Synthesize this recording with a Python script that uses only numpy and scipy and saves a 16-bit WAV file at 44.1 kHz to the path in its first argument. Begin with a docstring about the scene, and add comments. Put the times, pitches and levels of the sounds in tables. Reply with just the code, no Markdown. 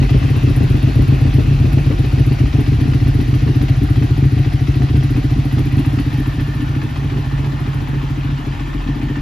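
"""Hard-floored hall: a big two-cylinder motorcycle idles unevenly; a phone moves from exhaust to bars.
Front cylinder fires almost every cycle, rear often misses; each gas puff rings exhaust modes and rasps.
Valve gear: noise swells at knocks and ticks over a clatter bed; knocks also ring the cases.
A deep tone follows the crank, uneven low noise rumbles, and the hall answers the exhaust."""
import sys
import numpy as np
from scipy import signal
from scipy.io import wavfile
from scipy.ndimage import uniform_filter1d

SR = 44100
rng = np.random.default_rng(int(sys.argv[2]) if len(sys.argv) > 2 else 0)


def dump_mix(stems):
    """Bounce the given channels to the path in sys.argv[1] as a 16-bit WAV at rate SR."""
    frames = np.atleast_2d(stems).T  # one column per channel
    limited = np.clip(frames, -1, 1)  # hard clip at full scale
    pcm = np.round(limited * 32767).astype(np.int16)
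    wavfile.write(sys.argv[1], SR, pcm)


N = 406161
TIME_S = np.arange(N) / SR
LEAD_SAMPLES = SR // 10

# Idle hunts and slows: [time_s, engine_cycles_done]
CRANK = [(-0.0268, 0), (0.1048, 2), (0.1742, 3), (0.3637, 6), (0.7659, 12), (1.145, 18), (1.9886, 31),
         (2.7429, 42), (3.2802, 50), (3.7638, 57), (4.1039, 62), (4.2500, 64), (4.4592, 67), (4.8304, 72),
         (5.378, 80), (5.526, 82), (5.7244, 85), (5.9309, 88), (6.0626, 90), (6.4065, 95), (7.0438, 104),
         (7.183, 106), (7.2582, 107), (7.3907, 109), (7.8849, 116), (8.3875, 123), (8.4643, 124),
         (9.1678, 134), (9.238, 135)]
# Path from exhaust to bars: [time_s, share_of_way]
WALK = [(5, 0.18), (8, 0.92)]
# Front cylinder: [time_s, boom_rel_db, bark_rel_db]
FRONT = [(0, 2, 1), (1.7, 3.5, -0.5), (2.6, 1.5, 2.5), (3.8, 2, 1), (4.7, 0.5, 1.5), (5.8, 0, 1.5),
         (6.4, -2.5, -2.5), (7, -1.5, -5), (7.7, -2, -8.5), (8.3, -2, -9), (8.75, -7, -4.5), (8.9, -2, 0),
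         (9.2, -6.5, -1.5)]
# Front firings that stray from the trend, mostly weaker, many just after a rear one:
# [time_s, boom_change_db, bark_change_db]
STRAY = [(-0.03, 3.5, -31), (0.04, -21, -3), (0.17, -4, -32), (0.76, -20, -3), (0.89, -18, -3.5),
         (1.01, -6, -3), (1.15, -17, -10), (1.28, -1, -6.5), (1.41, -4, -29), (1.54, -3.5, -8),
         (1.67, -5, -31), (1.8, -2.5, -8), (1.92, -8, -1), (2.06, -9.5, -31), (2.33, -9, -27),
         (2.47, -22, -5.5), (2.61, -5, -2), (2.74, -1, -32), (3.21, -8, 2.5), (3.63, -9, -1),
         (3.76, -0.5, -11), (3.83, -2, 1.5), (4.18, -1.5, 0), (5.17, -2.5, 3.5), (5.45, -3, 3.5),
         (5.79, -5, 4.5), (6.0, -1, 2.5), (6.2, -26, 2.5), (6.34, -8, -4), (6.41, -1, -1), (6.9, -5, -13),
         (6.97, -1, -5), (7.26, -1, -7), (8.39, -5, -5), (8.53, -9, -4), (8.67, -6, -7), (8.81, -24, -13),
         (8.96, -5, -4)]
# Rear cylinder catches: [time_s, level_rel_db]
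REAR = [(0.013, 3), (0.1426, 3.5), (0.2119, -3.5), (0.2772, -11), (0.339, -4), (0.4719, 1.5), (0.6051, 3),
        (0.7413, 1.5), (0.8689, 1.5), (0.9892, 4.5), (1.1193, 2.5), (1.2494, 2), (1.3803, 4.5),
        (1.4434, -6), (1.5075, 0.5), (1.6409, 3), (1.768, 2.5), (1.8992, -0.5), (2.0364, -2.2),
        (2.1743, -1.5), (2.3078, 1), (2.4334, 1), (2.581, 2.5), (2.7183, 2), (2.7835, -5), (2.851, -1),
        (2.9177, -3.5), (3.0567, -2), (3.1876, 2.0), (3.256, -10.0), (3.325, 0.5), (3.4608, 0.5),
        (3.6045, 1), (3.735, -16), (3.8131, 2.5), (4.0111, 0.3), (4.2216, 2), (4.3622, 0), (4.6535, -15),
        (4.7265, -23), (4.8005, 0.5), (4.9404, 3), (5.0084, -6.5), (5.1494, -1.5), (5.3588, -2), (5.568, 1),
        (5.7674, 2.5), (5.9717, 0), (6.0968, -10), (6.18, -1.5), (6.3797, -3), (6.5952, -6.5),
        (6.7334, -16), (7.0181, -9.5), (7.1575, -6.5), (7.4341, -10), (7.6503, -11), (7.7823, -14),
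        (7.9295, -11.5), (8.2882, -10.5), (8.4372, -15.0), (8.5028, -12), (8.8595, -10.5), (8.9977, -9.5),
        (9.0683, -12), (9.1417, -23)]
# Front firing that follows a rear one: [boom_change_db, bark_change_db]
AFTER_REAR_DB = (-.5, 1)
# Exhaust modes: [pitch_hz, t60_s, front_header_gain, rear_header_gain, change_at_bars_db]
PIPE = [(49.6, 0.42, 0.1039, 0.14, 5), (57.1, 0.096, 0.13, -0.97, -17), (72.3, 0.036, -1.6, -0.2, -6),
        (119.8, 0.13, 2, 0.37, -10), (133.5, 0.16, 2.5, 3, 1.5), (136.96, 0.13, -3.5, -2.5, -0.04),
        (168, 0.29, 0.195, 0.19, 1), (239.8, 0.045, -0.54, -2, 8), (292.2, 0.042, -4.5, 3.5, 5.0),
        (289.7, 0.075, 3, 0.97, 6.5), (303, 0.092, 1.79, -1.44, 3), (363.4, 0.062, 0.73, -0.2, 2.5),
        (414, 0.078, 0.15, -0.6, -7), (503, 0.0075, -0.6, -1.3, 0.5)]
# Puff rise time: [front_header_s, rear_header_s]
PUFF_RISE_S = (.0017, .0017)
# Gas rush at the outlet: [freq_hz, density_rel_db_per_hz]
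RASP = [(200, -45), (330, 0.5), (420, 0), (470, -6.5), (560, -9), (750, -18), (1200, -56)]
# Rush dulls away from the outlet: [time_s, level_rel_db, change_above_450hz_db]
RASP_HEARD = [(0, -23.5, -4), (1, -24.5, -2), (2, -25, 1), (3, -27.5, -15), (4.5, -27, -19),
              (6, -33.5, -11.5), (7, -19.5, -9.5), (8, -19.5, -7), (9.21, -27.5, -11)]
# Third order of the engine cycle, wandering: [time_s, level_rel_db]
THROB = [(0, -11), (.3, -26), (.95, -20), (1.7, -18.5), (2.15, -22), (2.7, -20), (3.2, -19), (4.5, -28),
         (5.25, -22), (5.9, -35), (6.1, -23), (7.5, -34), (8.1, -26), (8.8, -17.5), (9.1, -22)]
# Bed levels and stereo: [time_s, clatter_rel_db, fizz_rel_db, rumble_rel_db,
# boom_left_over_right_db, bark_left_over_right_db]
BED = [(0, -33, -59.5, -21, 0, 10), (1.5, -34, -60.5, -19.5, 0.5, 8), (3.3, -35, -60.5, -23, -0.5, 6.5),
       (4.6, -35.5, -62.5, -21.5, 1.5, 4), (5.7, -35.5, -61, -24, -2, 2.5), (6.1, -35.5, -60, -26, -0.5, 2),
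       (6.8, -37.5, -62, -22.5, -1, 0), (7.9, -38, -62.5, -27.5, -2.5, 6.5),
       (8.6, -38.5, -63.5, -27.5, 1, 4.5), (9.21, -38.5, -64, -25.5, 0, 2)]
# Clatter near the exhaust, sum of the ports: [freq_hz, density_rel_db_per_hz]
CLATTER_EXHAUST = [(280, -31), (480, -7.5), (805, -4.5), (890, -10.5), (1600, -10), (2610, -8), (3530, -13),
                   (4190, -12.5), (5660, -19.5), (7230, -27.5), (8220, -45.5), (9360, -27.5), (11900, -25),
                   (13800, -31.5), (14800, -43.5)]
# Clatter near the bars: [freq_hz, density_rel_db_per_hz]
CLATTER_BARS = [(330, -31), (560, -3.5), (688, -3.5), (956, 0.5), (1590, -6.5), (1770, -3), (1920, -5.5),
                (2980, -7), (7460, -26.5), (8440, -54), (9290, -31.5), (12600, -26), (13800, -40.5),
                (14800, -54)]
# Clatter rings that shift as the phone moves: [time_s, low_hz, low_lift_db, mid_hz, mid_lift_db,
# high_hz, high_lift_db]
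RINGS = [(0, 750, 1.2, 1890, 3.2, 2660, 4.4), (2.5, 750, 4.4, 1890, 3.2, 2570, 1.6),
         (4.7, 715, 7.5, 1900, 5, 2560, 0.5), (5.9, 780, 4.9, 1940, 3.7, 2550, 1.3),
         (6.3, 820, 1.1, 1780, 9.9, 2470, 1.3), (7, 824, 4.3, 1810, 6.3, 2600, 1.4),
         (8.3, 833, 1.9, 1770, 3.3, 2560, 1.3), (9.21, 846, 4.5, 1805, 8, 2530, 1.8)]
# Gaussian widths of those rings: [low_hz, mid_hz, high_hz]
RING_WIDTHS_HZ = (35, 79, 200)
# Struck cases: [pitch_hz, level_re_knock_db, t60_s]
CASES = [(750, -3.5, 0.02), (1013, -10, .04), (1207, -3, 0.033), (1763, -10.5, 0.13), (2010, -3.5, 0.054),
         (2560, -4, 0.023), (3310, -13.5, 0.024), (4320, -15, 0.012)]
# Louder knocks: [time_s, peak_rel_db]
LOUD_KNOCKS = [(0.0253, -23), (0.0932, -21.5), (0.1356, -27), (0.2269, -25), (1.8467, -28), (1.9799, -27),
               (2.3865, -24), (2.5277, -24.5), (2.6628, -25), (2.7282, -27), (2.7995, -25), (2.9337, -24.5),
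               (3.0694, -25), (3.2006, -25), (3.3373, -24), (3.4042, -26), (3.4765, -26), (3.6127, -24.5),
               (3.682, -23), (3.9559, -24.5), (4.0228, -23.5), (4.377, -26.5), (4.4463, -25), (4.5196, -26),
               (4.6703, -25.5), (4.7411, -27.5), (4.8189, -25.5), (4.8853, -27), (4.9546, -23.5),
               (5.026, -26), (5.1622, -24), (5.2979, -28), (5.5807, -24), (5.7813, -25.5), (5.8476, -25),
               (5.9189, -31), (5.9858, -22), (6.118, -28.5), (6.2562, -28), (6.3959, -24.5),
               (6.8154, -26.5), (6.9581, -25.5), (7.0973, -27), (7.444, -26), (7.5877, -30), (8.4482, -28),
               (8.5949, -26.5), (8.7301, -29), (9.0838, -28), (9.1551, -27)]
# Louder ticks: [time_s, peak_rel_db]
LOUD_TICKS = [(0.1027, -41), (0.2982, -41), (0.3636, -39), (0.4284, -44), (0.4958, -40), (0.5616, -34),
              (0.63, -40), (0.6958, -36), (0.8255, -41), (0.9537, -38), (1.0201, -40), (1.0774, -41),
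              (1.2096, -40), (1.3394, -37), (1.726, -35), (1.9889, -40), (2.1241, -43), (2.1929, -39),
              (2.2613, -40), (2.3271, -41), (2.394, -43), (2.604, -39), (2.808, -39), (2.8739, -45),
              (2.9412, -42), (3.0779, -39), (3.1428, -41), (3.2101, -38), (3.277, -45), (3.3473, -41),
              (3.5568, -40), (3.6237, -39), (3.8337, -39), (3.897, -41), (4.0332, -40), (4.1754, -42),
              (4.3874, -44), (4.5306, -44), (4.7531, -48), (4.8259, -43), (4.9656, -43), (5.0335, -38),
              (5.1033, -37), (5.1692, -38), (5.238, -45), (5.3068, -44), (5.451, -42), (5.5238, -37),
              (5.5902, -37), (5.654, -40), (5.7209, -42), (5.7678, -41), (5.7912, -35), (5.8586, -37),
              (5.9284, -45), (5.9983, -37), (6.13, -40), (6.1749, -41), (6.1978, -38), (6.2657, -41),
              (6.4073, -43), (6.546, -42), (6.6164, -42), (6.8294, -41), (6.9711, -46), (7.458, -43),
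              (7.6006, -40), (7.7428, -43), (7.881, -40), (8.4627, -44)]
# Rumble spectrum: [freq_hz, density_rel_db_per_hz]
RUMBLE = [(25, -13.5), (45, 7), (60, 3), (100, 6), (128, 2.5), (146, 1), (165, -4), (200, -12), (280, -2.5),
          (400, -17), (520, -50)]
# Hall decay: [freq_hz, t60_s]
HALL = [(40, 0.98), (150, 0.6), (400, 0.89), (1000, 0.54)]
# Port difference against port sum: [freq_hz, level_db]
ACROSS = [(60, -18.5), (130, -17.5), (280, -4.5), (450, -11), (700, -2.5), (1000, -5), (1500, 7),
          (1750, -10), (2800, -5.5), (4000, -6.5), (5500, -4.5), (7000, -1), (8200, 23), (10000, 0.5),
          (12000, -28.5), (14000, 5.5)]
# Likeness of port difference and sum: [freq_hz, in_phase, in_quadrature]
LINK = [(280, 0.56, -0.42), (450, 0.21, -0.48), (700, 0.19, 0.46), (1020, 0.4, -0.035), (1520, -0.25, -0.0),
        (2000, 0.23, 0.39), (2800, 0.29, 0.6), (4000, 0.34, 0.28), (5500, 0.26, -0.25), (7000, 0.09, -0.51),
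        (8200, 0.02, -0.05), (10000, -0.01, 0.44), (12000, -0.02, 0.08), (14000, -0.0, -0.14)]

BOOM_MODES = 7  # leading exhaust modes form the boom, the rest the bark
SPEED_JITTER_S, FIRING_SCATTER_DB = 0.00031, 0.5
THROB_ORDER = 3  # swings per engine cycle
# Relative levels; FIRED applies where the rear fires, BARS at the bars, CREST is peak over power level
KNOCK_REL_DB, KNOCK_FIRED_DB, KNOCK_BARS_DB = -34.5, 1.5, -1.5
KNOCK_SCATTER_DB, KNOCK_CREST_DB = 1.5, 5.5
TICK_REL_DB, TICK_BARS_DB, TICK_SCATTER_DB, TICK_CREST_DB = -52.5, -4.5, -1, 8.5
TREBLE_SPLIT_HZ = 8200
BAND_EDGE_HZ = 14960


def firing_times():
    """The front cylinder's turn comes at every whole engine cycle, slightly jittered."""
    time_s, cycles = np.transpose(CRANK)
    whole = np.arange(np.ceil(cycles[0]), cycles[-1])
    return np.interp(whole, cycles, time_s) + SPEED_JITTER_S * rng.standard_normal(len(whole))


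def rear_fired(front_s):
    """For each cycle, how fully the rear cylinder fired against the front boom, 0-1."""
    rear_s, rear_db = np.transpose(REAR)
    fired = np.zeros(len(front_s))
    cycle = np.searchsorted(front_s, rear_s) - 1
    fired[cycle] = np.minimum(gain_of(rear_db - curve(FRONT, rear_s)), 1)
    return fired


def front_levels(front_s):
    """Boom and bark dB of each front firing: trend, scatter, rear aftermath and stray firings."""
    db = np.array([curve(FRONT, front_s), curve(FRONT, front_s, axis=2)])
    db += FIRING_SCATTER_DB * rng.standard_normal((len(front_s), 2)).T
    db[:, 1:] += np.outer(AFTER_REAR_DB, rear_fired(front_s)[:-1])
    stray = np.transpose(STRAY)
    nearest = abs(front_s - stray[0][:, None]).argmin(1)
    db[:, nearest] += stray[1:]
    return db


def exhaust(front_s, boom_db, bark_db):
    """Each puff of gas rings the pipe modes; low modes make the boom, high ones the bark."""
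    t = np.arange(SR // 4) / SR
    boom_bark = np.zeros((2, N))
    puffs = [t[:1500] / rise_s * np.exp(-t[:1500] / rise_s) for rise_s in PUFF_RISE_S]
    rear_s, rear_db = np.transpose(REAR)
    for k, (hz, t60_s, front_gain, rear_gain, bars_db) in enumerate(PIPE):
        part = int(k >= BOOM_MODES)
        ring = decaying_sine(hz, t60_s, t)
        firings = [(front_s, (boom_db, bark_db)[part], front_gain), (rear_s, rear_db, rear_gain)]
        for puff, (at_s, db, header_gain) in zip(puffs, firings):
            gain = header_gain * gain_of(db + bars_db * curve(WALK, at_s))
            boom_bark[part] += strike(at_s, gain, signal.fftconvolve(ring, puff / puff.sum()))
    return boom_bark


def rasp(front_s, bark_db):
    """Turbulent gas rushes out for a moment with each firing: noise under a power envelope."""
    rear_s, rear_db = np.transpose(REAR)
    power = strike(front_s, gain_of(2 * bark_db), burst(0.0065, 0.11))
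    power += strike(rear_s, gain_of(2 * (rear_db + 0.5)), burst(0.0062, 0.14))

    def colour_db(hz, t):
        return read(RASP, hz) + (hz > 450) * curve(RASP_HEARD, t, axis=2)

    rush = noise(colour_db, size=1024, patchy_db=2.0)
    return rush * gain_of(curve(RASP_HEARD, TIME_S)) * np.sqrt(abs(power))


def throb():
    """A deep sine locked to the crank, three swings to each engine cycle."""
    cycles = curve(CRANK, TIME_S)
    peak = np.sqrt(2) * gain_of(curve(THROB, TIME_S) - 4.5)
    return peak * np.sin(2 * np.pi * THROB_ORDER * cycles)


def knock_events(front_s, cycle_s, chance):
    """One knock late in each cycle, louder where the rear fires; listed loud ones replace theirs."""
    db = KNOCK_REL_DB + KNOCK_FIRED_DB * rear_fired(front_s)
    db += KNOCK_BARS_DB * curve(WALK, front_s) + KNOCK_SCATTER_DB * chance
    knock_s = front_s + 0.815 * cycle_s
    loud_s, loud_db = np.transpose(LOUD_KNOCKS)
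    loud = np.searchsorted(front_s, loud_s) - 1
    db[loud] = loud_db - KNOCK_CREST_DB
    knock_s[loud] = loud_s
    return knock_s, db


def tick_power(front_s, cycle_s, chance):
    """Treble power of two ticks a cycle, the earlier one weaker, plus the listed loud ticks."""
    db = TICK_REL_DB + TICK_BARS_DB * curve(WALK, front_s) + TICK_SCATTER_DB * chance
    early_db = db - 9.0 + 3 * rng.standard_normal(len(front_s))
    loud_s, loud_db = np.transpose(LOUD_TICKS)
    power = strike(front_s + 0.95 * cycle_s, gain_of(2 * db), burst(0.0023, 0.14))
    power += strike(front_s + 0.27 * cycle_s, gain_of(2 * early_db), burst(0.0008, 0.063))
    return power + strike(loud_s, gain_of(2 * (loud_db - TICK_CREST_DB)), burst(0.0008, 0.08))


def clatter_noise():
    """Gear noise below and above the treble split, its colour moving from exhaust to bars."""
    def colour_db(hz, t):
        near = read(CLATTER_EXHAUST, hz)
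        return near + curve(WALK, t) * (read(CLATTER_BARS, hz) - near)

    def low_db(hz, t):
        db = colour_db(hz, t) - 80 * (hz > TREBLE_SPLIT_HZ)
        for k, width_hz in enumerate(RING_WIDTHS_HZ):
            offset = (hz - curve(RINGS, t, 2 * k + 1)) / width_hz
            db = db + curve(RINGS, t, 2 * k + 2) * np.exp(-offset ** 2)
        return db

    def high_db(hz, t):
        return colour_db(hz, t) - 80 * (hz <= TREBLE_SPLIT_HZ)

    low = noise(low_db, size=1024, patchy_db=1.5)
    return low, noise(high_db, size=256, patchy_db=2.0)


def struck_cases(knock_s, knock_db):
    """Each knock rings every case mode with random delay, strength and sign."""
    t = np.arange(SR // 10) / SR
    blows = rng.standard_normal((len(knock_s), len(CASES), 2))
    out = np.zeros(N)
    for k, (hz, db, t60_s) in enumerate(CASES):
        at_s = knock_s + 0.0005 * abs(blows[:, k, 0])
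        gain = gain_of(knock_db + db) * np.tanh(1.9 * blows[:, k, 1])
        out += strike(at_s, gain, decaying_sine(hz, t60_s, t))
    return out


def valve_gear(front_s):
    """Clatter swells at each knock, which also rings the cases; the treble jumps at the ticks."""
    chance = np.clip(rng.standard_normal((len(front_s), 2)).T, -2, 1)
    cycle_s = np.diff(front_s, append=front_s[-1] + 0.07)
    knock_s, knock_db = knock_events(front_s, cycle_s, chance[0])
    low, high = clatter_noise()
    knocks = strike(knock_s, gain_of(2 * knock_db), burst(0.0011, 0.15))
    rattle_gain = gain_of(1.8 * rng.standard_normal(900))
    rattle = strike(rng.uniform(0, N / SR, 900), rattle_gain, burst(0.0004, 0.027))
    ticks = tick_power(front_s, cycle_s, chance[1])
    bed = gain_of(curve(BED, TIME_S) + 1.0) ** 2 * (0.62 + 0.38 * rattle)
    fizz = gain_of(curve(BED, TIME_S, axis=2) + 2.5) ** 2
    clatter = low * np.sqrt(abs(bed + 0.64 * knocks)) + high * np.sqrt(abs(fizz + 1.5 * ticks))
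    return clatter + struck_cases(knock_s, knock_db) * gain_of([[1.5], [-1.5]])


def rumble():
    """A low uneven drone of noise that fills the gaps between firings."""
    def colour_db(hz, t):
        return read(RUMBLE, hz) - 60 * (hz > 600) + 0 * t

    return noise(colour_db, size=4096, patchy_db=3.0) * gain_of(curve(BED, TIME_S, axis=3) - 1.5)


def hall(x):
    """Sparse taps of random sign, each band dying at its own speed."""
    taps = np.zeros((2, SR))
    at = np.arange(700, SR - 20, 20) + rng.integers(0, 20, (2, (SR - 701) // 20))
    np.put_along_axis(taps, at, rng.choice([-1., 1.], at.shape), 1)
    taps[1] = 0.86 * taps[0] + 0.25 * taps[1]  # both ports hear almost the same taps
    hz, t, spectrum = signal.stft(taps, SR, nperseg=1024)
    decay = gain_of(-60 * t / read(HALL, hz)[:, None])
    tail = signal.istft(spectrum * decay, SR, nperseg=1024)[1]
    return signal.fftconvolve(x[None], tail / np.linalg.norm(tail[0]), axes=1)[:, :N]


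def noise(sum_db, size, patchy_db):
    """Noise on a port pair: the sum follows sum_db(hz, t), the difference is partly tied to it."""
    hop = size // 4
    frames, hz = N // hop + 5, np.fft.rfftfreq(size, 1 / SR)
    a, b, c, d, patches = rng.standard_normal((frames, len(hz), 5)).T
    patches = evened(uniform_filter1d(uniform_filter1d(patches, 6, 0), 8, 1))
    mid = a + 1j * b
    link = (read(LINK, hz) + 1j * read(LINK, hz, axis=2))[:, None]
    side = link * mid + np.sqrt(np.clip(1 - abs(link) ** 2, 0, 1)) * (c + 1j * d)
    side = side * gain_of(read(ACROSS, hz))[:, None]
    colour = gain_of(sum_db(hz[:, None], np.arange(frames) * hop / SR) + patchy_db * patches)
    spectra = np.array([mid + side, mid - side]) * colour
    pair = signal.istft(spectra, nperseg=size, noverlap=size - hop)[1][:, :N]
    return pair / np.sqrt(np.mean(pair.mean(0) ** 2))


def strike(at_s, gain, shape):
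    """Plays one shape at every time at_s."""
    train = np.zeros(N + 2 * LEAD_SAMPLES)
    np.add.at(train, np.round(at_s * SR).astype(int) + LEAD_SAMPLES, gain)
    return signal.oaconvolve(train, shape)[LEAD_SAMPLES:LEAD_SAMPLES + N]


def burst(rise_s, t60_s):
    """Power of a quick rise and an exponential decay."""
    t = np.arange(SR // 10) / SR
    return ((1 - np.exp(-t / rise_s)) * gain_of(-60 * t / t60_s)) ** 2


def decaying_sine(hz, t60_s, t):
    """A struck mode: a sine that falls 60 dB in t60_s."""
    return gain_of(-60 * t / t60_s) * np.sin(2 * np.pi * hz * t)


def gain_of(db):
    """Decibels to amplitude."""
    return 10 ** (np.asarray(db) / 20)


def evened(x):
    """Scales to rms 1."""
    return x / np.sqrt(np.mean(x ** 2) + 1e-20)


def read(points, hz, axis=1):
    """A spectrum column, straight on a log-frequency axis."""
    columns = np.transpose(points)
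    return np.interp(np.log(hz + 1), np.log(columns[0] + 1), columns[axis])


def curve(rows, t, axis=1):
    """A curve column at the times t."""
    columns = np.transpose(rows)
    return np.interp(t, columns[0], columns[axis])


def scene():
    """Exhaust with its hall and rasp, throb, rumble and valve gear."""
    front_s = firing_times()
    boom_db, bark_db = front_levels(front_s)
    boom, bark = exhaust(front_s, boom_db, bark_db)
    sides = np.array([[0.5], [-0.5]])
    skew_s = 0.00012  # boom: left port early, right port late, each by this much
    boom_pair = boom * gain_of(sides * curve(BED, TIME_S, axis=4))
    boom_pair = boom_pair + 2 * sides * skew_s * SR * np.gradient(boom)
    bark_pair = bark * gain_of(sides * curve(BED, TIME_S, axis=5))
    wet = gain_of(-13.5 + 6.0 * curve(WALK, TIME_S)) * hall(boom + bark)
    engine = boom_pair + bark_pair + wet + throb()
    return engine + rumble() + rasp(front_s, bark_db) + valve_gear(front_s)


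def record(dry):
    """Bass roll-off, a narrow dip near 8 kHz in the sum of the ports, soft clipping and the band limit."""
    x = signal.sosfilt(signal.butter(6, 38, "high", fs=SR, output="sos"), dry)
    dip = signal.firwin(401, [7700, 9000], pass_zero=False, fs=SR)
    x = x - 0.75 * signal.oaconvolve(x.mean(0), dip, "same")
    x = x / (1 + abs(x / 0.95) ** 6) ** (1 / 6)
    band = signal.firwin(511, BAND_EDGE_HZ, window=("kaiser", 9), fs=SR)
    return signal.oaconvolve(x, band[None], "same", axes=1)


dry = scene()
out = record(dry)
dump_mix(out)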